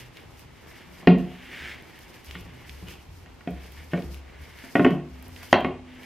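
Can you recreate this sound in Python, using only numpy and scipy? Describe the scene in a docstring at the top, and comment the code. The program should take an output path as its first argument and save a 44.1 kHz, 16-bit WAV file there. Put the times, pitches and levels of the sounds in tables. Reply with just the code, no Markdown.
"""Dough slides and crumbles on a glass bowl (grainy noise through glass resonances) while gloves crinkle.
Every push of the kneading hands sets a light worktop humming low (decaying modes); sharp snaps click.
Now and then the tilted bowl drops back with a knock (bowl and board modes) that the kitchen answers.
A quiet hiss of room and camera lies under it all."""
import sys
import numpy as np
from scipy import signal
from scipy.fft import rfft, irfft, next_fast_len
from scipy.io import wavfile
from scipy.ndimage import map_coordinates

SR = 44100
rng = np.random.default_rng(int(sys.argv[2]) if len(sys.argv) > 2 else 0)


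def store_pcm(level_fs):
    """Save levels as 16-bit WAV."""
    pcm = np.round(np.clip(level_fs, -1, 1) * 32767).astype(np.int16)
    wavfile.write(sys.argv[1], SR, np.atleast_2d(pcm).T)


N = 266805

# left-right likeness of lump and hiss: hz, correlation
LIKENESS = [(60, 1), (180, 0.41), (550, 0.25), (1650, 0.58), (4970, 0.15), (15000, 0.083)]


def amp(db):
    """Gain of a level in dB."""
    return np.exp(np.asarray(db) * (np.log(10) / 20))


def unit(x):
    """Scaled to rms 1."""
    return x / np.sqrt(np.mean(x ** 2) + 1e-20)


def along(points, hz):
    """Interpolates (Hz, value) points on a log-frequency axis."""
    point_hz, value = np.transpose(points)
    return np.interp(np.log(hz + 1), np.log(point_hz + 1), value)


def wobble(knots_per_s):
    """A smooth random curve through normally distributed knots."""
    knots = rng.standard_normal(int(N * knots_per_s / SR) + 4)
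    return map_coordinates(knots, [np.arange(N) * knots_per_s / SR])


def filtered(x, response):
    """x times a complex response of frequency."""
    size = next_fast_len(x.shape[-1] + 8192)
    spectrum = rfft(x, size) * response(np.fft.rfftfreq(size, 1 / SR))
    return irfft(spectrum, size)[..., :x.shape[-1]]


def peak(f, hz, width_hz):
    """Response of one resonance."""
    return 1j * f * width_hz / (hz * hz - f * f + 1j * f * width_hz)


def grit(per_s, spread_db, share):
    """Two unrelated noise streams with sparse grains of uneven size mixed in by power share."""
    hits = rng.random((2, N)) < per_s / SR
    signs = np.sign(rng.standard_normal((2, N)))
    grains = hits * signs * amp(spread_db * rng.random((2, N)))
    share = np.clip(share, 0, 1)
    return np.sqrt(1 - share) * rng.standard_normal((2, N)) + np.sqrt(share) * unit(grains)


def spread(pair, colour, likeness):
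    """Colours two streams and mixes them to left and right of the given likeness; rms 1."""
    def mid_side(hz):
        turn = np.arccos(np.clip(along(likeness, hz), -1, 1)) / 2
        return colour(hz) * [np.cos(turn), np.sin(turn)]

    mid, side = filtered(pair, mid_side)
    return unit(np.array([mid + side, mid - side]))


def add(track, s, sound):
    """Mixes a sound in at s seconds."""
    part = track[..., round(s * SR):][..., :sound.shape[-1]]
    part += sound[..., :part.shape[-1]]


def swells(rows, rise_db, fall_db_per_s, hold_s=0):
    """Gain of each movement every 64 samples: builds up to its peak, holds, then lets go."""
    peak_s, build_s, level_db = np.transpose(rows)[:3, :, None]
    after_s = np.arange(0, N, 64) / SR - peak_s
    rise = rise_db * after_s / np.maximum(build_s, .01)
    fall = -fall_db_per_s * np.maximum(after_s - hold_s, 0)
    return amp(level_db + np.where(after_s < 0, rise, fall))


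def summed(gains):
    """Movements add up in power; one gain per sample."""
    total = np.sqrt(np.sum(gains ** 2, axis=0) + 1e-12)
    return np.interp(np.arange(N), np.arange(0, N, 64), total)


def dough():
    """Crumbs drag on the glass, duller when smeared and brighter when torn; the lump shifts its weight."""
    # strokes round the bowl: peak_s, build_up_s, sliding_db, hold_s, tearing (0-1)
    stroke_rows = [(0, .2, -48, 0.0055, .5), (0.175, 0.049, -52, 0.011, .55), (.42, 0.26, -60.5, 0, 0.7),
                   (.74, 0.33, -53, 0.077, .25), (0.977, 0.6, -55.5, 0.069, 0.28),
                   (1.34, .3, -52, 0.2, 0.54), (1.566, 0.18, -40, 0.15, 0.21), (1.9, 0.36, -55, 0.18, .35),
                   (2.155, 0.11, -51, 0, 0.25), (2.3, .08, -48.5, 0, 0.74), (2.347, 0.0084, -45, 0, .95),
                   (2.45, 0.15, -56, 0.23, 0.34), (2.72, 0.29, -55.5, 0.08, 0.56),
                   (2.871, 0.019, -49, 0.053, 0.78), (3.28, 0.067, -64, 0.024, 0.5),
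                   (3.614, 0.25, -53.5, .04, 0.32), (3.795, 0.091, -48.5, 0, 0.26),
                   (3.92, 0.018, -48.5, 0.058, 0.45), (4.17, .12, -57, 0, 0.74),
                   (4.427, 0.44, -53.5, 0.096, .2), (4.62, 0.17, -48, 0.041, 0.16),
                   (5.162, 0.11, -58, 0.13, .37), (5.421, .15, -49.5, .02, 0.19),
                   (5.52, 0.12, -51.5, 0, 0.8), (5.887, 0.065, -55.5, 0.1, 0.37),
                   (6.05, 0.12, -49, 0, 0.31)]
    # dough-on-glass resonances: hz, width_hz, smeared_db, torn_db
    glass_peaks = [(1705, 430, 4, -1), (2267, 290, 4, 10.5), (2820, 680, -12.5, 14), (3490, 1380, -10, 3),
                   (4800, 1400, -14, -26)]
    # lump colour: hz, relative_db_per_hz
    lump_colour = [(71, -36), (120, -7), (285, -13.5), (349, -8), (392, -10.5), (1500, -21), (1950, -58),
                   (3300, -120)]
    lump_db, lump_db_per_sliding_db = -54, 0.36  # lump_db holds at sliding -55 dB

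    def glass(column):
        def colour(f):
            # neighbouring resonances alternate in sign
            total = sum((-1) ** k * amp(row[column]) * peak(f, *row[:2]) for k, row in enumerate(glass_peaks))
            return total * f * f / (f * f + 1200 ** 2)
        return colour

    def drag(column):
        return spread(grit(per_s=980, spread_db=17, share=0.34), glass(column), [(1000, 1.0), (6000, 0.99)])

    hold_s, tearing = np.clip(np.transpose(stroke_rows)[3:, :, None], 0, 1)
    strokes = swells(stroke_rows, rise_db=18, fall_db_per_s=146, hold_s=hold_s)
    smeared, torn = drag(2), drag(3)
    slide = summed(strokes * np.sqrt(1 - tearing)) * smeared + summed(strokes * np.sqrt(tearing)) * torn
    lump = spread(grit(per_s=200, spread_db=28, share=0.41), lambda f: amp(along(lump_colour, f)), LIKENESS)
    lump_gain = (summed(strokes) / amp(-55)) ** lump_db_per_sliding_db
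    return amp(1.06 * wobble(60)) * slide + amp(lump_db + 1.27 * wobble(9.3)) * lump_gain * lump


def gloves():
    """Flexing fingers crinkle the thin rubber: noise with tiny grains, its level wavering fast."""
    # finger flexes: peak_s, build_up_s, crinkle_db
    flex_rows = [(0, .2, -50), (.17, 0.062, -59.5), (.4, 0.41, -60), (.71, 0.27, -58.5), (.78, .06, -57.5),
                 (1.0, 0.31, -57.5), (1.2, .04, -59), (1.55, 0.66, -60), (1.69, .3, -59), (1.99, 0.57, -65),
                 (2.15, 0.8, -58), (2.26, 0.027, -52.5), (2.4, 0.33, -56), (2.78, 0.48, -57),
                 (2.92, 0.24, -51.5), (3.2, 0.55, -61), (3.5, 0.07, -70), (3.64, 0.12, -55.5),
                 (3.74, .05, -59), (3.93, 0.17, -62), (4.15, 1, -56), (4.44, 0.042, -57),
                 (4.65, 0.36, -54.5), (4.76, .15, -51.5), (4.84, 0.14, -53), (4.92, .05, -59),
                 (5.29, 0.3, -57.5), (5.38, 0.12, -56), (5.44, 0.051, -51.5), (5.52, 0.25, -52.5),
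                 (5.61, .02, -63), (6.05, 0.14, -56.5)]
    # crinkle colour: hz, relative_db_per_hz
    crinkle_colour = [(2940, -20), (5000, -8.5), (7790, -18), (8710, -16), (10500, -17), (12900, -13.5),
                      (14600, -18.5), (16000, -49)]
    grains = grit(per_s=700, spread_db=1, share=0.44)
    crinkle = spread(grains, lambda f: amp(along(crinkle_colour, f)), [(4000, 0.19), (15000, 0.053)])
    flexes = summed(swells(flex_rows, rise_db=17, fall_db_per_s=181))
    return flexes * amp(2.3 * wobble(40)) * crinkle


def room_hiss():
    """Steady noise of room and camera, strongest in the bass."""
    # hiss colour: hz, relative_db_per_hz
    hiss_colour = [(15, -32), (25, 6), (76, 3.5), (200, -7), (256, -3.5), (575, -16), (887, -11.5),
                   (1370, -18), (2220, -16), (7510, -32), (13200, -45), (14800, -52), (16000, -60)]
    level_db = -50
    noise = rng.standard_normal((2, N))
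    return amp(level_db) * spread(noise, lambda f: amp(along(hiss_colour, f)), LIKENESS)


def worktop():
    """A hand's slow push rings the modes of the worktop on its legs, most those near its favoured pitch."""
    # hand leaning on the worktop: push_s, level_db, favoured_hz
    pushes = [(0.018, -36, 120), (0.253, -32, 103.5), (0.431, -32, 114.2), (0.871, -35.5, 182.4),
              (1.089, -38, 69), (1.203, -37.5, 150), (1.602, -38, 73.4), (2.029, -44, 53),
              (2.269, -37.5, 67.9), (2.399, -29.5, 105), (2.523, -36.5, 119.4), (2.696, -32.5, 66),
              (2.817, -29.5, 101.3), (3.073, -28.5, 92), (3.255, -36, 50.2), (3.516, -36, 69),
              (3.661, -36.5, 70.7), (3.776, -36.5, 76), (4.053, -27.5, 66.7), (4.296, -35.5, 71.3),
              (4.383, -32, 78.6), (4.929, -29, 150), (5.102, -39, 69), (5.263, -31, 90), (5.579, -41, 69),
              (5.702, -31, 92)]
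    # worktop modes: hz, relative_db, t60_s
    worktop_modes = [(46, 11.5, 0.58), (53, 7, 0.34), (69, 7, 0.9), (76, 0.5, 0.86), (87.8, -2, 1),
                     (101.6, -6, 0.39), (105, -12, 0.47), (123.6, 3.5, 0.39), (150, 6.5, 0.46),
                     (177.3, -3.5, 0.6)]
    out, t = np.zeros((2, N)), np.arange(SR // 2) / SR
    hz, mode_db, t60_s = np.transpose(worktop_modes)[..., None]
    phase = rng.random((len(pushes), len(worktop_modes), 1)) * 2 * np.pi
    lead_rad = np.array([[.12], [-.12]])  # left leads a little
    onset = 1 - np.exp(-t / 0.021)
    modes = amp(mode_db - 60 * t / t60_s) * onset * np.exp(2j * np.pi * hz * t)
    for (s, db, push_hz), start in zip(pushes, phase):
        near_db = -np.minimum(110 * np.abs(np.log2(hz / push_hz)), 22)
        hum = (amp(db + near_db) * np.exp(1j * start))[:, 0] @ modes
        add(out, s - .01, np.imag(hum * np.exp(1j * lead_rad)))
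    return out * amp([[.45], [-.45]])


def snaps():
    """Glove and dough snaps: a sharp click and a short spray after it, through three bands."""
    # snaps: start_s, low_band_db, high_band_db, left_over_right_db
    snap_rows = [(0.171, -37.5, -59, -1), (0.395, -47, -53.5, -.5), (0.7033, -63, -59, -7),
                 (0.9847, -48, -72, -.5), (1.185, -42, -59, 4), (1.824, -51, -58, 1),
                 (1.9908, -47, -52, -2), (2.143, -43, -61.5, -2), (2.2465, -46, -52.5, 0),
                 (2.3108, -33, -56, 0), (2.4094, -48, -54, -2), (2.6949, -34, -81, -2),
                 (2.8844, -37, -55, 3), (2.9079, -45, -56, 2), (2.9385, -45.5, -57, -3),
                 (3.5083, -58, -55.5, 0), (3.6192, -55, -62, .5), (3.7218, -47, -52, -4),
                 (4.0228, -38.5, -62, -2), (4.1445, -40.5, -50, 2), (4.422, -63, -57, -1),
                 (4.588, -41.5, -58, 2), (4.6494, -57, -57, 2), (4.9076, -40.5, -55, -7),
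                 (5.226, -51, -49, 2), (5.2824, -60, -50, -3), (5.3632, -38, -62, -2),
                 (5.431, -37, -51, -.5), (5.6065, -41, -55, -1), (6.0331, -43, -58, -1)]
    # low, middle, high band: hz, width_hz, extra_gain_db
    bands = [(2460, 2030, 9.5), (6100, 440, -1.5), (12200, 5000, 10)]
    middle_db = 8.5  # over the mean of low and high
    out, t = np.zeros((2, N)), np.arange(SR // 20) / SR
    noise = rng.standard_normal((len(snap_rows), 2, len(t)))
    spray_gain = amp(-21.0 - 60 * t / 0.013) + amp(-8.0 - 60 * t / 0.045)
    for (s, low_db, high_db, pan_db), spray in zip(snap_rows, noise):
        levels_db = [low_db, (low_db + high_db) / 2 + middle_db, high_db]
        pair = (t == 0) * 7.5 + spray * spray_gain

        def colour(f):
            return sum(amp(db + extra_db) * peak(f, hz, width_hz) ** 2
                       for db, (hz, width_hz, extra_db) in zip(levels_db, bands))

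        add(out, s, amp([[pan_db / 2], [-pan_db / 2]]) * filtered(pair, colour))
    return out


def kitchen(x, wet_db):
    """The sound with a fresh noise tail 6 ms late; each frequency dies at its own speed."""
    # kitchen decay: hz, t60_s
    decay = [(100, 0.46), (400, 0.43), (1500, 0.4), (3000, 0.4), (6000, 0.16), (12000, 0.19)]
    # kitchen colour: hz, relative_db
    tail_colour = [(60, 0.5), (200, 1), (800, 2), (2000, -6), (4000, 6.5), (9000, -11.5)]
    hz, t, z = signal.stft(rng.standard_normal((2, len(x))), SR, nperseg=256)
    tail_db = along(tail_colour, hz)[:, None] - 60 * t / along(decay, hz)[:, None]
    tail = signal.istft(z * amp(tail_db), SR, nperseg=256)[1]
    # close microphone ports hear nearly the same room
    tail = tail[0] + amp(-17.5) * np.array([tail[1], -tail[1]])
    late = np.pad(x, (round(.006 * SR), 0))[None]
    wet = signal.fftconvolve(late, tail / np.linalg.norm(tail[0]), axes=1)[:, :len(x)]
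    return x + amp(wet_db) * wet


def knocks():
    """Each bowl landing rings the modes in six groups, by where and how hard the base strikes."""
    # landings on the worktop: start_s, edge_db, low_weight_db (re edge), thud_db (re weight),
    # bright_crack_db (re edge), ring_length (multiple of usual), rim_note_db
    landings = [(1.0285, -39.5, -8.5, 7, -26, .54, -75), (1.0726, -10.5, -3.5, 5.5, -27, .84, -49),
                (2.3523, -33, -13, 13, -24, .75, -90), (2.4608, -51.5, 1.5, 9, -18, 1, -56.5),
                (2.826, -53.5, 5, 15.5, -15, .72, -64), (3.2603, -42.5, -18, -7, -19, .74, -83),
                (3.4081, -40.5, -27, 9, -20, .57, -85), (3.4742, -29.5, -2, 2, -36, .75, -65),
                (3.934, -24.5, -0.5, 6.5, -29, .77, -60), (3.9754, -33, 2.5, 0, -18, .67, -61),
                (4.6387, -39, -12.5, -12, -22, 1, -60), (4.7539, -12, -6.5, -6, -47, .96, -45),
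                (4.7949, -17.5, -1.5, 7, -36, 1, -50.5), (4.847, -10.5, -9.5, -4, -30, .87, -41.5),
                (4.864, -24, 4, 4.5, -29, .67, -45), (4.9052, -33.5, 6, -4, -24, .65, -62),
                (5.4307, -34, -25, -3, -22, .6, -72), (5.5282, 1, -14, -22, -27, .35, -51),
                (5.5404, -8.5, -10, -5, -38, .35, -54), (5.646, -17.5, -6.5, 4, -46, .55, -44)]
    # bowl and board ringing together: hz, relative_db, usual_t60_s
    bowl_modes = [(150, -20.5, 0.25), (179.6, 4.5, 0.34), (258.8, 12, 0.15), (290.5, 6, 0.17),
                  (353.8, 9, 0.12), (409, 5, 0.12), (439, -3, 0.093), (555, 1, 0.12), (576, -36, 0.17),
                  (608, -2, 0.19), (659, -5.5, 0.15), (687.4, 6, 0.13), (722.5, 3, 0.11), (860, -24, .15),
                  (1077, 3.5, 0.046), (1130, -8, 0.12), (1483, 2, 0.028), (1452, 9.5, 0.023),
                  (1640, -19, 0.015), (1880, 7.5, 0.029), (2096, -7.5, 0.02), (2143, -5, 0.1),
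                  (2505, -1.5, 0.028), (2670, -1, 0.031), (3002, -10, 0.031)]
    # the board's dense shudder: hz, width_hz, relative_db, usual_t60_s
    board_bands = [(169, 82, 11, 0.41), (378, 350, 5, 0.33), (720, 400, 9.5, 0.063),
                   (1200, 720, 7.5, 0.049), (2400, 430, -10.5, 0.2), (3200, 350, -2, 0.04),
                   (4900, 1100, -37, 0.05)]
    # bounds between thud, lowest note, weight, clack, wood and edge: hz
    group_bounds_hz = [215, 275, 520, 900, 1600]
    # the rim's lowest note when the hand lets it sing: hz, t60_s
    rim_hz, rim_t60_s = (253, 5.5)
    note_db = 0.5  # re weight
    clack_db, clack_follows_weight, wood_db = -4.5, .45, -5  # both levels re edge
    detune = 0.023  # random share by which the grip shifts each upper mode from blow to blow

    out, t = np.zeros((2, N)), np.arange(SR * 3 // 4) / SR
    hz, mode_db, t60_s = np.transpose(bowl_modes)[..., None]
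    band_hz, width_hz, band_db, band_t60_s = np.transpose(board_bands)[..., None]
    chance = rng.standard_normal((len(landings), len(bowl_modes), 3))
    for (s, db, weight_db, thud_db, hard_db, free, sing_db), luck in zip(landings, chance):
        groups_db = np.array([weight_db + thud_db, weight_db + note_db, weight_db,
                              clack_db + clack_follows_weight * weight_db, wood_db, 0])

        def group_db(f):
            return db + groups_db[np.searchsorted(group_bounds_hz, f)]

        def fade_db(decay_s):  # hand and dough damp the ring
            return -60 * t / (decay_s * np.clip(free, .2, 3))

        held_hz = hz * (1 + detune * (hz > group_bounds_hz[3]) * luck[:, 2:])
        ring_db = group_db(hz) - 7.5 + mode_db + 2.23 * luck[:, :1] + fade_db(t60_s)
        phase = 2 * np.pi * held_hz * t + 1.03 * luck[:, 1:2]
        ring = np.sum(amp(ring_db) * np.sin(phase), axis=0)
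        ring *= 1 - np.exp(-t / 0.00064)
        # the base chatters on the mat and re-excites the modes at random
        chatter = amp(-31 - 60 * t / 0.1) * rng.standard_normal(len(t))
        ring = ring + signal.fftconvolve(ring, chatter)[:len(t)]
        # the board's lesser modes lie too close to tell apart: noise dying band by band
        shudder_db = group_db(band_hz) + band_db + fade_db(band_t60_s)
        shudder = amp(shudder_db) * rng.standard_normal((len(board_bands), len(t)))
        ring = ring + filtered(shudder, lambda f: peak(f, band_hz, width_hz) ** 2).sum(axis=0)

        def crack_colour(f):
            dull = amp(1.5) * peak(f, 1760, 1080) ** 2
            bright = amp(hard_db + 25.5) * peak(f, 4260, 6000) / (1 + 1j * f / 8000) ** 6
            return dull + bright

        burst = amp(db - 60 * t / 0.0025) * rng.standard_normal(len(t))
        crack = filtered(burst, crack_colour)
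        rim = amp(sing_db - 60 * t / rim_t60_s) * np.sin(2 * np.pi * rim_hz * t)
        rim *= (1 - t / t[-1]) ** 0.042  # ends without a step
        add(out, s, kitchen(ring + crack, wet_db=-9.5) + rim)
    return out


def scene():
    """Kneading, pushes, snaps and knocks over the quiet hiss."""
    return dough() + gloves() + room_hiss() + worktop() + snaps() + knocks()


def record(dry):
    """The loudest blow clips softly; the microphone drops the deepest bass and nothing above top_hz is kept."""
    clip_top, top_hz, bass_cut_hz = .92, 15900, 36
    clipped = dry / (1 + np.abs(dry / clip_top) ** 8) ** (1 / 8)
    return filtered(clipped, lambda hz: (hz < top_hz) * (1j * hz / (1j * hz + bass_cut_hz)) ** 3)


dry = scene()
out = record(dry)
store_pcm(out)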